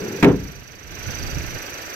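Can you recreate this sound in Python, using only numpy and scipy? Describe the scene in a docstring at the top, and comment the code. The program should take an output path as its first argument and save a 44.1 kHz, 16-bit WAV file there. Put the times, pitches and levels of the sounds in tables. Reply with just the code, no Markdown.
"""A van's sliding door rolls the last of its track and slams: the latch clacks, the steel panels
thump and the air in the load bay booms, with a faint echo from the open yard.
A diesel idles nearby, its slipping belt chirping once per firing.
A puff of wind buffets the microphone."""
import sys
import numpy as np
from scipy import signal
from scipy.fft import rfft, irfft, next_fast_len
from scipy.io import wavfile
from scipy.ndimage import map_coordinates

SR = 44100
rng = np.random.default_rng(int(sys.argv[2]) if len(sys.argv) > 2 else 0)


def bounce(signal):
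    """Save signal as a 16-bit WAV file at the path given by the first command-line argument."""
    frames = np.transpose(np.atleast_2d(signal))
    limited = np.clip(frames, -1, 1)
    pcm = np.round(limited * 32767).astype(np.int16)
    wavfile.write(sys.argv[1], SR, pcm)


N = 85995
SLAM_S, FIRING_HZ = .228, 25.35

# How alike the door sounds left and right. Each row: frequency in Hz, likeness (1 is identical).
DOOR_LIKENESS = [(100, 0.95), (300, 1), (700, 0.56), (2000, 0.62), (3500, 0.32), (6000, 0.13)]


def amp(db):
    """Turn decibels into a multiplier."""
    return 10 ** (np.asarray(db) / 20)


def unit(x):
    """Scale a signal to an average (rms) level of 1."""
    return x / np.sqrt(np.mean(x ** 2) + 1e-20)


def along(points, hz):
    """Read between (Hz, value) rows on a musical (log) scale."""
    f, v = np.transpose(points)
    return np.interp(np.log(hz + 1), np.log(f + 1), v)


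def clock():
    """The time of each sample in seconds."""
    return np.arange(N) / SR


def curve(rows):
    """Join (seconds, value) rows with straight lines."""
    return np.interp(clock(), *np.transpose(rows))


def wobble(rate):
    """A smooth curve through `rate` random values a second."""
    t = np.linspace(0, N / SR, N // 32)
    values = rng.standard_normal(int(N * rate / SR) + 4)
    return np.interp(clock(), t, map_coordinates(values, [t * rate], mode="nearest"))


def filtered(x, response):
    """Multiply each frequency in x by response(hz)."""
    size = next_fast_len(N + SR // 2)
    return irfft(rfft(x, size) * response(np.fft.rfftfreq(size, 1 / SR)), size)[..., :N]


def shaped(x, gain_db):
    """Turn x up or down by gain_db(hz, seconds)."""
    hz, t, spectra = signal.stft(x, SR, nperseg=256)
    return signal.istft(spectra * amp(gain_db(hz[:, None], t)), SR, nperseg=256)[1][:, :N]


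def sides(difference):
    """Split a left-minus-right difference evenly between the channels."""
    return np.array([difference, -difference]) / 2


def left_ahead(x, lead):
    """Put the left channel ahead of the right by lead(hz) radians."""
    return filtered(x, lambda hz: np.exp(1j * sides(lead(hz))))


def noise(tone, likeness):
    """Stereo noise with a given tone and left-right likeness."""
    def response(hz):
        angle = np.arccos(np.clip(along(likeness, hz), -1, 1)) / 2
        return amp(along(tone, hz)) * [np.cos(angle), np.sin(angle)]
    mid, side = filtered(rng.standard_normal((2, N)), response)
    return unit(np.array([mid + side, mid - side]))


def rise(start, attack_s):
    """Grow from 0 to 1, beginning at start."""
    return 1 - np.exp(-np.maximum(clock() - start, 0) / attack_s)


def fall_db(t, start, t60):
    """Fade from start on, losing 60 dB in every fade time of t60 seconds."""
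    return -60 * np.maximum(t - start, 0) / t60


def ring(modes, attack_s, hold_s, scatter_db, rough):
    """Tones set ringing by the slam, each wavering and a little out of step left and right."""
    t = clock()
    out = np.zeros((2, N))
    for hz, db, t60 in modes:
        phase = 2 * np.pi * (hz * t + rng.random()) + rough * wobble(40.03)
        phase = phase + 0.26 * rng.standard_normal((2, 1))
        level_db = db + scatter_db * rng.standard_normal() + fall_db(t, SLAM_S + hold_s, t60)
        out += amp(level_db) * np.sin(phase)
    return rise(SLAM_S, attack_s) * out


def wind():
    """Wind buffets the microphone in low lumps, mostly on the right."""
    # The puff. Each row: time in seconds, level in dB.
    puff = [(0, -48), (.55, -49), (.6, -45.5), (.66, -49.5), (.85, -45), (.92, -37.5), (1.05, -39),
            (1.1, -29), (1.16, -38), (1.23, -26.5), (1.3, -33.5), (1.39, -29.5), (1.44, -32.5),
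            (1.57, -36.5), (1.64, -45), (1.95, -51.5)]
    # Its rumble. Each row: frequency in Hz, relative level in dB.
    puff_tone = [(12, -33), (25, -1.5), (50, -1.5), (125, -1.5), (190, -10.5), (300, -17), (700, -37),
                 (2000, -70)]
    level_db = curve(puff) + 2 * wobble(49.6) + sides(-5.5)[:, None]
    return amp(level_db) * noise(puff_tone, likeness=[(60, 0.38)])


def firing(at):
    """A swing from -1 to 1 that peaks once per firing, a fraction `at` into the cycle."""
    return np.cos(2 * np.pi * (FIRING_HZ * clock() - at))


def belt():
    """The belt slips at every firing and squeaks, now and then harder."""
    # The squeaks. Each row: pitch in Hz, half-width in Hz, relative level in dB, place in the cycle,
    # pulse strength in dB, time of the worst slip in seconds, its boost in dB.
    squeaks = [(5973, 117, -4, 0.16, 5, 1.1, 4), (11995, 170, -10, 0.21, 5.5, 1.55, 1.5),
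               (4700, 86, -14, 0.31, 6, 1.223, 10)]
    out = np.zeros((2, N))
    for hz, width, db, at, swing_db, worst_s, extra_db in squeaks:
        squeak = unit(filtered(rng.standard_normal((2, N)), lambda f: 1 / (1 + ((f - hz) / width) ** 2)))
        slip = firing(at) + 0.75 * firing(at) ** 2  # the square sharpens each peak
        pulses = unit(amp(swing_db * slip + 0.5 * wobble(18)))
        swell_db = extra_db * np.exp(-((clock() - worst_s) / 0.074) ** 2)
        out += amp(db + swell_db) * squeak * pulses
    return out


def engine():
    """Diesel clatter, hiss and belt chirps pulse with each firing, off to the right."""
    # The clatter and the hiss. Each row: frequency in Hz, relative level in dB.
    clatter_tone = [(25, -20), (50, -11), (90, -8), (170, -11), (330, 3), (520, 0), (900, -3.5),
                    (1250, -3.5), (1550, 0.5), (2100, -2.5), (2650, -2), (3200, -9.5), (4400, -12.5),
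                    (6000, -33)]
    hiss_tone = [(2500, -35), (4000, -2), (5300, 3.5), (6600, -2.5), (7800, -1.5), (9200, -14.5),
                 (10500, -9.5), (13000, -7.5), (14000, -13), (15700, -15.5)]
    # How alike the two sides are. Each row: frequency in Hz, likeness.
    likeness = [(100, 0.98), (550, 0.64), (850, 0.46), (1400, 0.42), (2800, 0.48), (5000, 0.12),
                (7000, 0.35), (12000, .1)]
    # Loudness of the idle. Each row: time in seconds, gain in dB.
    loudness = [(0, -40), (.22, -39.5), (.3, -45.5), (.5, -45), (.62, -48.5), (.85, -47.5), (.95, -41.5),
                (1.1, -38), (1.35, -38), (1.6, -38), (1.95, -38)]
    # The lean to the right. Each row: time in seconds, left minus right in dB before scaling.
    lean = [(0, -5.5), (.5, -8.5), (1.1, -9), (1.4, -8.5), (1.7, -6), (1.95, -4.5)]
    # The scaling of that lean. Each row: frequency in Hz, multiplier.
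    lean_scale = [(100, 0), (400, 0), (1200, 0.29), (3000, 1.11), (6000, 1.11), (8500, 0.056),
                  (15000, 0.065)]
    # The sound mostly reaches the left late. Each row: frequency in Hz, left lead in radians.
    left_lead = [(100, 1), (450, -0.4), (800, -1.6), (1100, -3.5), (1450, -5.5), (2050, -5), (2500, -7.5),
                 (3500, -9.4), (4400, -10.5), (5900, -14), (12000, -31)]
    clatter = amp(2.5 + 1.3 * firing(at=0.67) + 0.83 * wobble(160)) * noise(clatter_tone, likeness)
    hiss = amp(-7 + 3 * firing(at=.28)) * noise(hiss_tone, likeness)
    idle = amp(curve(loudness)) * (clatter + hiss + belt())
    placed = shaped(idle, lambda hz, t: sides(along(lean_scale, hz) * np.interp(t, *np.transpose(lean))))
    return left_ahead(placed, lambda hz: along(left_lead, hz))


def yard(x):
    """Faint, dull echoes come back from parked vans."""
    tail = rng.standard_normal((2, N)) * rise(0, attack_s=0.037) * amp(fall_db(clock(), 0, t60=1))
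    dull = filtered(x, lambda hz: 1 / (1 + 1j * hz / 348))  # softens everything above 348 Hz
    return amp(-24.5) * signal.fftconvolve(dull, tail / np.linalg.norm(tail[0]), axes=1)[:, :N]


def rollers():
    """The rollers rumble along the track until the door is shut."""
    # The roll. Each row: time in seconds, level in dB.
    roll_level = [(0, -29.5), (.05, -28), (.1, -30), (.14, -33.5), (.22, -30), (.25, -46), (.3, -90)]
    # Its rumble. Each row: frequency in Hz, relative level in dB.
    roll_tone = [(35, -51), (60, -21), (97, -11), (140, -4.5), (306, -5.5), (370, 0), (440, -1), (634, -22),
                 (841, -21), (1030, -27), (1500, -23.5), (1950, -62), (3300, -120)]
    return amp(curve(roll_level) + 1.3 * wobble(48.7)) * noise(roll_tone, DOOR_LIKENESS)


def clack(start, db, t60, bright_hz):
    """Metal hits metal: a hard crack over a low knock of the door skin."""
    # The crack. 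Each row: frequency in Hz, relative level in dB.
    crack_tone = [(300, -18), (700, -3.5), (1000, 4.5), (1400, -6.5), (1800, 0.5), (2400, -2.5),
                  (2900, -10), (3500, -10), (4200, -12.5), (7000, -21.5), (11000, -30.5), (15500, -27)]
    bright_db, bright_octaves, knock_hz = 5, 0.42, 203
    t = clock()
    brighten = lambda hz: amp(bright_db * np.exp(-(np.log2((hz + 1) / bright_hz) / bright_octaves) ** 2))
    crack = unit(filtered(noise(crack_tone, DOOR_LIKENESS), brighten)) * amp(fall_db(t, start, t60))
    knock = np.sin(2 * np.pi * knock_hz * (t - start)) * amp(2 + fall_db(t, start, t60=0.072))
    return amp(db) * rise(start, attack_s=0.00035) * (crack + knock)


def latch():
    """The latch catches in a quick run of clacks, and the door frame rings."""
    # The hits. Each row: start in seconds, level in dB, fade time in seconds, boosted frequency in Hz.
    contacts = [(0.2263, -12, 0.042, 2200), (0.23, -18, 0.042, 4320), (0.2319, -16, 0.044, 950),
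                (0.2449, -11, 0.033, 2250), (0.2489, -22, 0.021, 3300), (0.261, -29, 0.037, 2720),
                (.297, -34.5, 0.082, 2000)]
    # Tones of the latch plate and frame. Each row: pitch in Hz, relative level in dB.
    frame_tones = [(726.7, -39), (915.2, -32.5), (1114, -42), (1357, -42), (1653, -37), (1771, -43.5),
                   (2223, -43), (2396, -54), (2756, -47), (3058, -47), (3257, -55)]
    frame_db, frame_t60 = 17.5, 0.12
    frame_modes = [(hz, db + frame_db, frame_t60) for hz, db in frame_tones]
    frame = ring(frame_modes, attack_s=.001, hold_s=0.0035, scatter_db=1, rough=0.46)
    return sum(clack(*contact) for contact in contacts) + frame


def thump():
    """The door meets its seals: panels ring, bodywork shudders and the air inside booms."""
    # Tones of the steel panels and of the air in the load bay.
    # Each row: pitch in Hz, relative level in dB, fade time in seconds.
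    panel_tones = [(133, -2.5, 0.26), (156, -4.5, 0.39), (191, -3, 0.37), (225.2, -1.5, 0.2),
                   (251, 0.5, 0.26), (280.4, 0, 0.29), (301.3, 0, 0.29), (352.7, -10, 0.34),
                   (395.2, -2, 0.24), (420.2, -6, 0.27), (464.5, -10.5, 0.28), (492.3, -13.5, .2),
                   (555, -14, 0.24)]
    bay_tones = [(46.15, -30, 1), (54.44, -24.5, 0.59), (86.4, -28.5, 0.66)]
    # The shudder. Each row: frequency in Hz, relative level in dB.
    shudder_tone = [(30, -25), (70, -7), (130, -2.5), (260, -1.5), (450, -3.5), (650, -10.5), (1100, -15.5),
                    (2000, -25.5), (3200, -32), (5000, -48), (12000, -68)]
    # How it dies away. Each row: frequency in Hz, fade time in seconds.
    shudder_fade = [(60, 0.89), (150, 0.46), (300, 0.31), (700, .21), (2000, 0.18), (8000, 0.21)]
    panels = amp(-13.5) * ring(panel_tones, attack_s=0.0045, hold_s=0.055, scatter_db=2.5, rough=0.48)
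    bodywork = noise(shudder_tone, DOOR_LIKENESS)
    fading = shaped(bodywork, lambda hz, t: fall_db(t, SLAM_S + 0.062, along(shudder_fade, hz)))
    shudder = amp(-15) * rise(SLAM_S, attack_s=0.0026) * fading
    boom = ring(bay_tones, attack_s=0.056, hold_s=0.11, scatter_db=4.5, rough=0.65)
    return panels + shudder + boom


def scene():
    """The door close by, with its echo, the engine and the wind around it."""
    # Where the door sits between the sides. Each row: frequency in Hz, left minus right in dB.
    door_balance = [(60, 2), (150, 0.5), (300, 1), (600, 1.5), (1200, -5), (2500, -4.5), (5000, -1.5),
                    (9000, 3)]
    door = filtered(rollers() + latch() + thump(), lambda hz: amp(sides(along(door_balance, hz))))
    direct = left_ahead(door, lambda hz: 2 * np.pi * hz * .0001)  # reaches the left 0.1 ms sooner
    return direct + yard(door) + engine() + wind()


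def record(dry):
    """Round off the loudest peaks and cut the very highest treble."""
    ceiling, top_hz = .95, 15850
    rounded = dry / (1 + np.abs(dry / ceiling) ** 6) ** (1 / 6)
    return filtered(rounded, lambda hz: hz < top_hz)


dry = scene()
out = record(dry)
bounce(out)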